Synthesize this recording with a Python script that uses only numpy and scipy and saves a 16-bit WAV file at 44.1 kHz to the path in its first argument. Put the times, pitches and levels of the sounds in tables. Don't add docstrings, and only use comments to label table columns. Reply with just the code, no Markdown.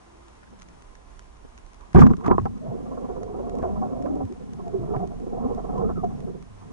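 import sys
import numpy as np
from scipy import signal
from scipy.fft import rfft, irfft, next_fast_len
from scipy.io import wavfile
from scipy.ndimage import uniform_filter1d

SR = 44100
rng = np.random.default_rng(int(sys.argv[2]) if len(sys.argv) > 2 else 0)


def wav_out(sig):
    wavfile.write(sys.argv[1], SR, np.round(np.clip(np.atleast_2d(sig).T, -1, 1) * 32767).astype(np.int16))


def amplitude_ratio(level_db):
    exponent = np.asarray(level_db, float) / 20
    return 10 ** exponent


N = 296504


def in_time(rows):
    s, *columns = np.transpose(rows)
    return np.array([np.interp(np.arange(N) / SR, s, c) for c in columns])


def drift(rate_hz):
    r = np.exp(-80 * np.pi * rate_hz / SR)
    slow = signal.lfilter([1], [1, -2 * r, r * r], rng.standard_normal(N // 40 + 2002))[2000:]
    return np.interp(np.arange(N) / 40, np.arange(len(slow)), slow / slow.std())


def rotation(hz, length):
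    return np.exp(2j * np.pi * np.cumsum(hz * np.ones(length)) / SR)


def resonate(force, hz, width_hz):
    turn = rotation(hz, len(force))
    r = np.exp(-np.pi * width_hz / SR)
    gain = np.sqrt(2 * (1 - r * r) ** 3 / (1 + r * r))
    return turn * signal.lfilter([gain], [1, -2 * r, r * r], force / turn)


def strike(times, levels_db, hz, width_hz):
    push = np.zeros(N)
    push[(times * SR).astype(int)] = amplitude_ratio(levels_db) * rng.choice([-1, 1], len(times))
    soft = np.exp(-2 * np.pi * 2.26 * np.mean(hz) / SR)
    push = signal.lfilter([(1 - soft) ** 2], [1, -2 * soft, soft ** 2], push + 1e-18)
    turn = rotation(hz, N)
    decay = np.exp(-np.pi * width_hz / SR)
    return -1j * turn * signal.lfilter([1], [1, -decay], push / turn + 1e-18)


def bursts(times, levels_db, lengths, rise_s):
    out = np.zeros(N)
    t = np.arange(int(.15 * SR)) / SR
    for s, level_db, length in zip(times, levels_db, lengths):
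        out[int(s * SR):][:len(t)] += amplitude_ratio(level_db) * (1 - np.exp(-t / rise_s)) * np.exp(-t / length)
    return out


def bumps(times, levels_db, widths, rises=1):
    out = np.zeros(N)
    t = np.arange(-int(.06 * SR), int(.06 * SR))
    for s, level_db, width in zip(times, levels_db, widths):
        half_width = width * np.where(t < 0, rises, 1)
        out[int(s * SR) + t] += amplitude_ratio(level_db) * np.exp(-.5 * (t / SR / half_width) ** 2)
    return out


# f/Hz, lead of right port/rad, shared part [0-1]
PORT_COHERENCE = [(20, 0.05, 1), (200, .3, 0.18), (344, 1.55, 0.55), (527, 2.8, 0.84), (1120, 1.55, 0),
                  (1530, 3.15, 0.37), (4270, 3.6, 0.15), (5400, 4.3, 0.05), (6840, 4.74, 1),
                  (7300, 5.5, 0.48), (11000, 5.64, 1)]


def at_ports(shared, left, right, colour_db):
    size = next_fast_len(N)
    log_hz = np.log(np.maximum(np.fft.rfftfreq(size, 1 / SR), 1))
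    port_hz, lead, share = np.transpose(PORT_COHERENCE)
    lead, share = [np.interp(log_hz, np.log(port_hz), v) for v in (lead, share)]
    colour_hz, level_db = np.transpose(colour_db)
    gain = amplitude_ratio(np.interp(log_hz, np.log(colour_hz), level_db))
    both = np.sqrt(share) * rfft(shared, size)
    own = np.sqrt(1 - share) * rfft([left, right], size)
    return irfft(gain * (own + [both, both * np.exp(1j * lead)]), size)[:, :N]


# f/Hz, level per Hz/dB
SEA_SPECTRUM = [(20, -87), (100, -85), (250, -83.5), (500, -84.5), (1000, -86), (1500, -92.5), (2500, -99),
                (4500, -105), (5200, -104), (6200, -102), (7000, -107), (11000, -112), (12000, -114)]
# f/Hz, width/Hz, level/dB
ENGINE_HUM = [
    (57.75, 5.3, -55),
    (1038, 21, -69),
]


def sea():
    hiss = at_ports(*rng.standard_normal((3, N)), SEA_SPECTRUM) * np.sqrt(SR / 2) * amplitude_ratio(0.48 * drift(4.3))
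    for hz, width_hz, level_db in ENGINE_HUM:
        hum = resonate(rng.standard_normal(N), hz, width_hz)
        hum = hum / (np.abs(hum) + 0.084) ** 0.42
        hiss += amplitude_ratio(level_db + 0.76 * drift(1.7)) * hum.real * amplitude_ratio([[-1.5], [1.5]])
    return hiss


# t/s, tug (rocks it) level/dB, run (line and reel rattle) level/dB
AIMING = [
    (0, -86, -72),
    (.55, -61, -80),
    (1.0, -70, -66),
    (1.47, -74, -73),
    (1.5, -76, -74),
    (1.9455, -60, -69),
]
FIRING = [
    (1.947, -13, -26),
    (2.013, -12.5, -28.5),
    (2.142, -29, -41),
    (2.153, -42, -61),
    (2.23, -42, -42),
    (2.313, -21.5, -20.5),
    (2.366, -34, -53),
    (2.386, -27, -59),
    (2.58, -45, -53),
]
FIGHT = [(2.688, -38.5, -34), (2.83, -37.5, -40), (2.99, -39, -35.5), (3.78, -37.5, -32.5),
         (4.2, -31, -33.5), (4.3, -42, -52), (4.52, -39, -46), (4.93, -35.5, -28.5), (5.09, -37, -40.5),
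         (5.29, -44, -42), (5.45, -34, -29), (5.64, -41.5, -37.5), (5.82, -30.5, -25), (5.96, -37, -46),
         (6.05, -37, -36), (6.35, -40.5, -49), (6.53, -55, -73), (6.73, -43, -40.5)]


def gun_motion():
    return in_time(AIMING + FIRING + FIGHT)


def swell(low_hz, high_hz, level_db, evenness):
    sos = signal.butter(2, [low_hz, high_hz], "band", fs=SR, output="sos")
    noise = signal.sosfilt(sos, rng.standard_normal((3, N))) * np.sqrt(SR / 2 / (high_hz - low_hz))
    local_power = uniform_filter1d(noise ** 2, size=SR // 12) + 0.038
    shaped = noise / local_power ** (evenness / 2) * amplitude_ratio(level_db)
    return signal.sosfilt(signal.butter(2, 2 * high_hz, fs=SR, output="sos"), shaped)


# t/s, surge level/dB
SWIMMING = [
    (0, -68),
    (.74, -58),
    (1.5, -49.5),
    (1.9, -52.5),
    (2.7, -52),
    (3.5, -42),
    (4.4, -55.5),
    (5.5, -42),
    (6.2, -45.5),
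    (6.73, -60),
]


def slosh():
    tug_db = gun_motion()[0]
    surge_db = np.maximum(in_time(SWIMMING)[0] + 2.5 * drift(2.9), tug_db - 13.5)
    wash_db = np.clip(-47.5 + 1.28 * (tug_db + 38.5), -60.5, -19) + 1.8 * drift(1.8)
    surge = swell(23.5, 42.0, surge_db, evenness=0.38)
    wash = swell(50.4, 111.3, wash_db, evenness=0.8)
    surge = (surge[0] + 0.69 * surge[1:]) * amplitude_ratio([[-7], [2.5]])
    wash = (0.57 * wash[0] + 0.95 * wash[1:]) * amplitude_ratio([[-1.5], [1.5]])
    return surge + wash


# t/s,
# length/s, from f/Hz, to f/Hz, level/dB
SQUEAKS_AND_RINGS = [(2.612, 0.077, 610, 570, -41), (3.7, 0.21, 640, 583, -42), (5.834, 0.1, 1200, 1440, -45),
                     (5.956, 0.065, 1310, 1100, -41), (0.052, 0.26, 335, 343, -54), (0.5, 0.35, 191, 158, -52),
                     (6.265, 0.059, 390, 350, -35.5), (4.78, 0.11, 125, 160, -31), (4.985, 0.081, 185, 194, -27),
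                     (5.8, .05, 180, 177, -29), (4.962, .022, 120, 140, -24), (4.73, 0.11, 392, 362, -25.5),
                     (4.3, .04, 368, 380, -32.5), (3.6, 0.034, 260, 184, -29), (5.45, 0.039, 246, 280, -27),
                     (4.235, 0.039, 100, 85, -26), (4.02, 0.275, 270, 271, -29), (5.39, .1, 226.6, 257, -30.5),
                     (3.2, 0.43, 424, 379, -36), (5.73, 0.053, 434, 435, -32), (3.57, 0.236, 75, 75, -37),
                     (2.41, 0.05, 99, 85, -23), (6.45, 0.37, 101.5, 104, -43.5), (2.675, .05, 150, 83, -28),
                     (3.63, 0.0897, 760, 390, -34), (4.1, 0.062, 206, 170, -37.5),
                     (2.3805, .013, 800, 790, -20.5), (2.455, .022, 800, 780, -26.5),
                     (2.305, 0.046, 820, 800, -23), (2.03, .1, 290, 246, -21), (1.9465, .016, 150.4, 124, -8),
                     (2.017, 0.011, 1300, 950, -17.5), (2.241, 0.037, 1150, 1240, -30),
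                     (2.28, 0.026, 260, 250, -19.5), (2.1, .02, 330, 290, -21), (1.975, 0.038, 168, 130, -15),
                     (2.0, .03, 95, 90, -11), (1.958, .022, 70, 70, -13), (4.938, .024, 820, 760, -29),
                     (4.94, .016, 1200, 1180, -36), (5.778, .03, 980, 1020, -35),
                     (5.795, .055, 740, 750, -34), (5.386, .022, 690, 800, -35), (6.36, .08, 400, 370, -47),
                     (4.638, .06, 720, 680, -40), (5.446, .025, 800, 780, -37), (4.138, .03, 740, 720, -36),
                     (3.394, .02, 560, 520, -34), (2.711, .014, 780, 760, -37), (3.825, .02, 780, 770, -31),
                     (5.645, .025, 740, 760, -38)]


def squeaks():
    out = np.zeros((2, N + SR))
    run_in = 2000
    for s, length, from_hz, to_hz, level_db in SQUEAKS_AND_RINGS:
        along = np.clip(np.arange(-run_in, int(length * SR)) / (length * SR), 0, 1)
        hz = from_hz + (to_hz - from_hz) * along ** 1.53
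        ring = resonate(rng.standard_normal(len(along)), hz, width_hz=11 + 0.055 * from_hz)
        ring = ring / (np.abs(ring) + 0.092) ** np.clip(1 - from_hz / 1500, 0, 1)
        envelope = np.sin(np.pi * along ** 0.66).clip(0) ** 0.58
        ring = (amplitude_ratio(level_db) * envelope * ring)[run_in:]
        lead = 1.77 * min(1, from_hz / 170)
        out[:, int(s * SR):][:, :len(ring)] += [ring.real, 1.07 * (ring * np.exp(1j * lead)).real]
    return out[:, :N]


# t/s, peak level/dB
SHRIMP_SNAPS = [(0.2825, -42.5), (0.591, -46), (0.598, -43), (0.613, -45), (0.6197, -34), (0.629, -41),
                (0.686, -42.5), (0.822, -42.5), (0.9529, -43), (1.1929, -35.5), (1.2225, -50),
                (1.2426, -55), (1.257, -51), (1.3688, -50), (1.577, -39.5), (1.5848, -42.5), (1.6636, -45),
                (1.733, -45), (1.7446, -43), (2.416, -52), (2.578, -50), (2.62, -56), (4.155, -47),
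                (.353, -50), (1.809, -46), (1.931, -41), (2.168, -41.5), (3.2322, -38), (3.496, -37.5),
                (3.553, -44), (3.5862, -43), (4.0236, -42), (4.2522, -45), (4.3242, -43), (4.534, -40.5),
                (4.68, -45), (5.0742, -42), (5.2, -48), (5.548, -43), (5.7808, -43.5), (6.0437, -42.5),
                (6.204, -45), (6.425, -45.5)]


def shrimp():
    far = rng.random(N) < 400 * amplitude_ratio(4 * drift(8)) / SR
    far = far * amplitude_ratio(-83.0 + 4.2 * np.minimum(rng.exponential(1, N), 3))
    far = signal.lfilter([1], [1, -.97], far)
    s, peak_db = np.transpose(SHRIMP_SNAPS)
    near = bumps(s + .0012, peak_db - 3.5, 0.0011 + 0 * s)
    snap = (near + far) * rng.standard_normal((3, N)) * [[1], [.6], [.6]]
    return at_ports(*snap, [(400, -19), (1100, 12.5), (2000, 9.5), (3000, 2.5), (4800, 0.0), (6200, 4),
                            (7500, -8.5), (11000, -16.5), (11600, -47.0)])


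# middle t/s, dull level/dB, bright level/dB, half width/s
METAL_CRACKS = [(1.949, -48, -62, 0.0026), (1.9533, -44, -50, .001), (1.9609, -34, -49, 0.0014),
                (1.972, -44, -57, .008), (1.986, -43, -52, 0.0052), (1.9937, -35, -45, 0.0017),
                (1.999, -40, -52, 0.0032), (2.008, -44.5, -45, 0.0056), (2.0132, -48, -43.5, 0.0025),
                (2.019, -40, -49, 0.0013), (2.028, -55, -55, 0.0055), (2.0339, -39, -48, .0013),
                (2.052, -51, -60, 0.0051), (2.068, -33, -46.5, .0013), (2.0737, -50, -53, .002),
                (2.098, -57, -67, .003), (2.1129, -62, -56, .003), (2.136, -48, -68, .002),
                (2.2093, -58.5, -63, .002), (2.248, -52, -63, 0.0054), (2.2613, -47, -58, 0.0014),
                (2.265, -59, -49, 0.0025), (2.2765, -55, -55, .003), (2.281, -40.5, -61, 0.0014),
                (2.3143, -44, -67, 0.0026), (2.3818, -52, -71, 0.0016), (2.3982, -51, -71, 0.0018),
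                (2.4553, -55, -55.5, 0.0011), (2.4595, -52, -71, .003), (3.632, -57, -70, .008),
                (4.062, -57, -70, 0.0043), (4.966, -53, -72, 0.0034), (.433, -61, -80, .002),
                (.441, -62, -80, .002), (.476, -63, -80, 0.0024)]


def cracks():
    s, dull_db, bright_db, width = np.transpose(METAL_CRACKS)
    white = rng.standard_normal((3, N))
    dull = signal.sosfilt(signal.butter(3, 3900, fs=SR, output="sos"), white)
    bright = signal.sosfilt(signal.butter(3, 3900, "high", fs=SR, output="sos"), white)
    crack = bumps(s, dull_db - 3.0, width) * dull + bumps(s, bright_db + 10.0, width) * bright
    return at_ports(*crack, [(600, -19), (1500, 30.0), (3000, 7.0), (4500, -4), (6000, 0.0), (8000, -12),
                             (11000, -19.5), (11600, -46)])


def contact_noise():
    size = amplitude_ratio(2.5 * np.minimum(rng.exponential(1, N), 4))
    contacts = size * (rng.random(N) < 700 / SR) * rng.choice([-1, 1], N)
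    return contacts / contacts.std()


# t/s, low shell level/dB, high shell
# level/dB, lid level/dB
REEL_TURNS = [(2.569, -48, -56, -53), (2.643, -44, -48, -62), (2.67, -46, -38, -49), (2.716, -38, -39, -56),
              (2.752, -34, -52, -55), (2.806, -40, -51, -53), (2.869, -41, -46, -50), (2.924, -42, -50, -44),
              (2.981, -38, -42, -42), (3.021, -43, -48, -54), (3.049, -35, -41, -45),
              (3.102, -33, -38, -43.5), (3.171, -34, -44, -45), (3.222, -38, -42, -49),
              (3.296, -41, -42, -62), (3.352, -38.5, -40, -52), (3.4, -31.5, -38, -44),
              (3.473, -31, -43, -48), (3.548, -33, -40, -54), (3.593, -33, -43, -47), (3.649, -43, -31, -40),
              (3.699, -37, -42, -48), (3.767, -37, -39, -41), (3.831, -37, -29.5, -39),
              (3.861, -36, -39, -47), (3.907, -38, -48, -49), (3.932, -40, -46, -50), (3.972, -43, -37, -53),
              (4.065, -47.5, -35, -40), (4.163, -40, -39, -54), (4.215, -37.5, -35, -43),
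              (4.282, -52, -53, -58), (4.319, -51, -54, -65), (4.371, -53, -56, -66),
              (4.412, -40.5, -55, -65),
              (4.48, -49, -65, -63), (4.539, -50, -56, -57), (4.602, -44, -44, -47),
              (4.677, -35.5, -38, -58), (4.748, -28.5, -45, -54), (4.836, -35, -45, -47),
              (4.913, -31, -45, -53), (4.948, -31.5, -31.5, -33.5), (5.008, -38, -33, -47),
              (5.037, -33, -32, -48), (5.122, -44, -37, -52), (5.205, -40, -53, -66),
              (5.236, -36, -51, -62), (5.275, -32.5, -42, -53), (5.339, -30.5, -39, -53),
              (5.377, -33, -49, -58), (5.45, -38, -41, -49), (5.512, -29, -35, -42), (5.589, -33, -31, -44),
              (5.652, -36, -38, -44), (5.701, -34, -34, -43), (5.743, -35, -40, -53),
              (5.821, -34.5, -39, -47), (5.902, -31.5, -29.5, -37), (5.978, -31, -43, -49),
              (6.045, -29, -26, -43), (6.113, -42, -48, -52), (6.201, -42, -49, -58),
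              (6.233, -39.5, -59, -62), (6.281, -35, -48.5, -53), (6.311, -45, -61, -68),
              (6.354, -39, -55, -67), (6.471, -59, -58, -66), (6.513, -58, -66, -64),
              (6.585, -60, -62, -71), (6.626, -59, -60, -48)]


def reel_turns():
    turn_s, shell_db, high_db, lid_db = np.transpose(REEL_TURNS)
    low_db = shell_db - 7 + 4 * rng.standard_normal(len(turn_s))
    part_db = [low_db - 1.5, low_db - 13.5, shell_db - 1.0, lid_db + 0.5]
    turned = np.interp(np.arange(N) / SR, turn_s, np.arange(len(turn_s)))
    throb_db = 1.5 * np.cos(2 * np.pi * turned)
    return turn_s, part_db, high_db + 4.5, throb_db


OVERTONE_HZ = 480
# f/Hz, width/Hz, left level/dB, right level/dB, lead of right port/rad
HOUSING_MODES = [
    [(230, 77, 7.5, 7.5, 2.783)],
    [(150, 82, -22.5, 0.45, 0.46)],
    [(389, 64, -2, 1.5, 2.0), (OVERTONE_HZ, 120, -2.4, 5.7, 2.606), (608, 90, -16, -7.5, 3),
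     (721.5, 102, -3.5, -4, 1.56)],
    [(1015, 235, -5, 4, 2.08), (1122.4, 75, -6, -10.5, 1.4), (1310, 196, -8, -9.5, 0.96),
     (1680, 350, -12, -22, 2)],
]
# t/s, f/Hz
ROCKING_PITCH = [(1.9, 235), (1.96, 188), (2.03, 222), (2.11, 230), (2.28, 200), (2.6, 230), (3.0, 242.3),
                 (3.6, 234), (3.75, 200), (4.1, 296), (4.3, 250), (4.6, 200), (5.0, 191), (5.4, 237),
                 (5.9, 210), (6.1, 206), (6.5, 222)]
# t/s, push level/dB, rap
# level/dB, spot/dB (shell - to lid +), length/s
HARD_BLOWS = [(1.948, -23, -20, -8.5, .008), (1.952, -25, -20, -8, 0.0076), (1.966, -9, -17, 2.3, 0.012),
              (1.985, -9, -19.5, -12.5, 0.0056), (2.003, -18, -32, -8, 0.012),
              (2.018, -21, -22, 17, 0.0063), (2.038, -10, -39, -12, 0.01), (2.066, -10, -21, -1.5, .003),
              (2.104, -12, -27, -2, 0.0088), (2.136, -19, -29, 2, 0.0021), (2.181, -26, -48, 2.5, 0.016),
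              (2.21, -36, -36, 4, 0.0022),
              (2.246, -36, -31.5, 1, 0.025), (2.262, -25, -33.5, 8.5, 0.015),
                 (2.281, -19, -23, -7, 0.0035), (2.31, -35, -14.5, -0.2, 0.0072),
                 (2.324, -27, -26, 3, 0.013), (2.349, -19, -39, 0, 0.0042), (2.3813, -26, -13.5, 4, 0.0021),
                 (2.397, -30, -47, 2, 0.003), (2.413, -31, -44, -5, .0092), (2.455, -24, -24, 1, 0.0071),
                 (2.507, -39, -57, -9, .0087), (.525, -43, -54, -2, 0.02), (1.448, -44, -45.5, -1, 0.0057),
                 (1.803, -65, -54.5, 5, 0.055), (3.627, -27.5, -29, -4, 0.034), (4.06, -36, -30, 1, 0.0035),
                 (4.965, -34, -34.5, -11.5, 0.0085)]


def housing():
    tug_db, run_db = gun_motion()
    loose_db = 10 * (np.arange(N) / SR < FIRING[-1][0])
    lid_db = np.maximum(-54 + 1.34 * (run_db + 39.0) + loose_db, -71)
    turn_s, turn_db, high_db, throb_db = reel_turns()
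    shake_db = [tug_db - 1.5, tug_db, run_db + throb_db, lid_db + throb_db]
    rocking_hz = in_time(ROCKING_PITCH)[0]
    moving_hz = [rocking_hz, 0.749 * rocking_hz]
    s, push_db, rap_db, spot_db, length = np.transpose(HARD_BLOWS)
    blow_db = [push_db, push_db - 6.5, rap_db - spot_db, rap_db + spot_db]
    steady_db, struck_db, scrape_db = [-3, -6.0, -9.5, -8.5], [3.5, 9.0, 3.0, 3.5], [-9, -5.0, -4.0, -2.0]
    contacts = contact_noise()
    out = np.zeros((2, N))
    for part, modes in enumerate(HOUSING_MODES):
        scrape = bursts(s, blow_db[part] + scrape_db[part], length, rise_s=0.00078)
        for hz, width_hz, left_db, right_db, lead in modes:
            if part < 2:
                centre = moving_hz[part]
            elif hz == OVERTONE_HZ:
                centre = 2.042 * rocking_hz
            else:
                centre = hz * (1 + 0.03 * drift(4.76))
            rub = 0.8 * contacts + 0.92 * rng.standard_normal(N)
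            steady = amplitude_ratio(shake_db[part] + steady_db[part] + 2.4 * drift(10.8) + 1.45 * drift(0.67))
            ring = resonate(rub * steady + scrape * rng.standard_normal(N), centre, width_hz)

            mode_db = high_db if part == 2 and hz > 550 else turn_db[part]
            mode_db = mode_db + 1.95 * rng.standard_normal(len(turn_s))
            turns = bumps(turn_s - .003, mode_db - 1.5, 0.014 + 0 * turn_s, rises=0.53)
            chatter = resonate(np.roll(rub, SR), centre, 0.82 * width_hz)
            ring += turns * chatter / (np.abs(chatter) + 0.062) ** 0.43
            ring += strike(turn_s - .008, mode_db - 0.5, centre, 0.68 * width_hz)

            hit_db = blow_db[part] + struck_db[part] + 2.4 * rng.standard_normal(len(s))
            ring += strike(s, hit_db, centre, 1.07 * width_hz)
            out += [amplitude_ratio(left_db) * ring.real, amplitude_ratio(right_db) * (ring * np.exp(1j * lead)).real]
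    return signal.sosfilt(signal.butter(4, 1254, fs=SR, output="sos"), out)


def scene():
    return sea() + slosh() + squeaks() + shrimp() + cracks() + housing()


def top_cut(x):
    return signal.sosfilt(signal.butter(12, 11900, fs=SR, output="sos"), x)


def record(dry):
    narrow = signal.sosfilt(signal.cheby2(18, 40, 11300, fs=SR, output="sos"), dry)
    mix = np.clip(1.233 * np.tanh(narrow / 1.282), -1, 1)
    return top_cut(mix)


dry = scene()
out = record(dry)
wav_out(out)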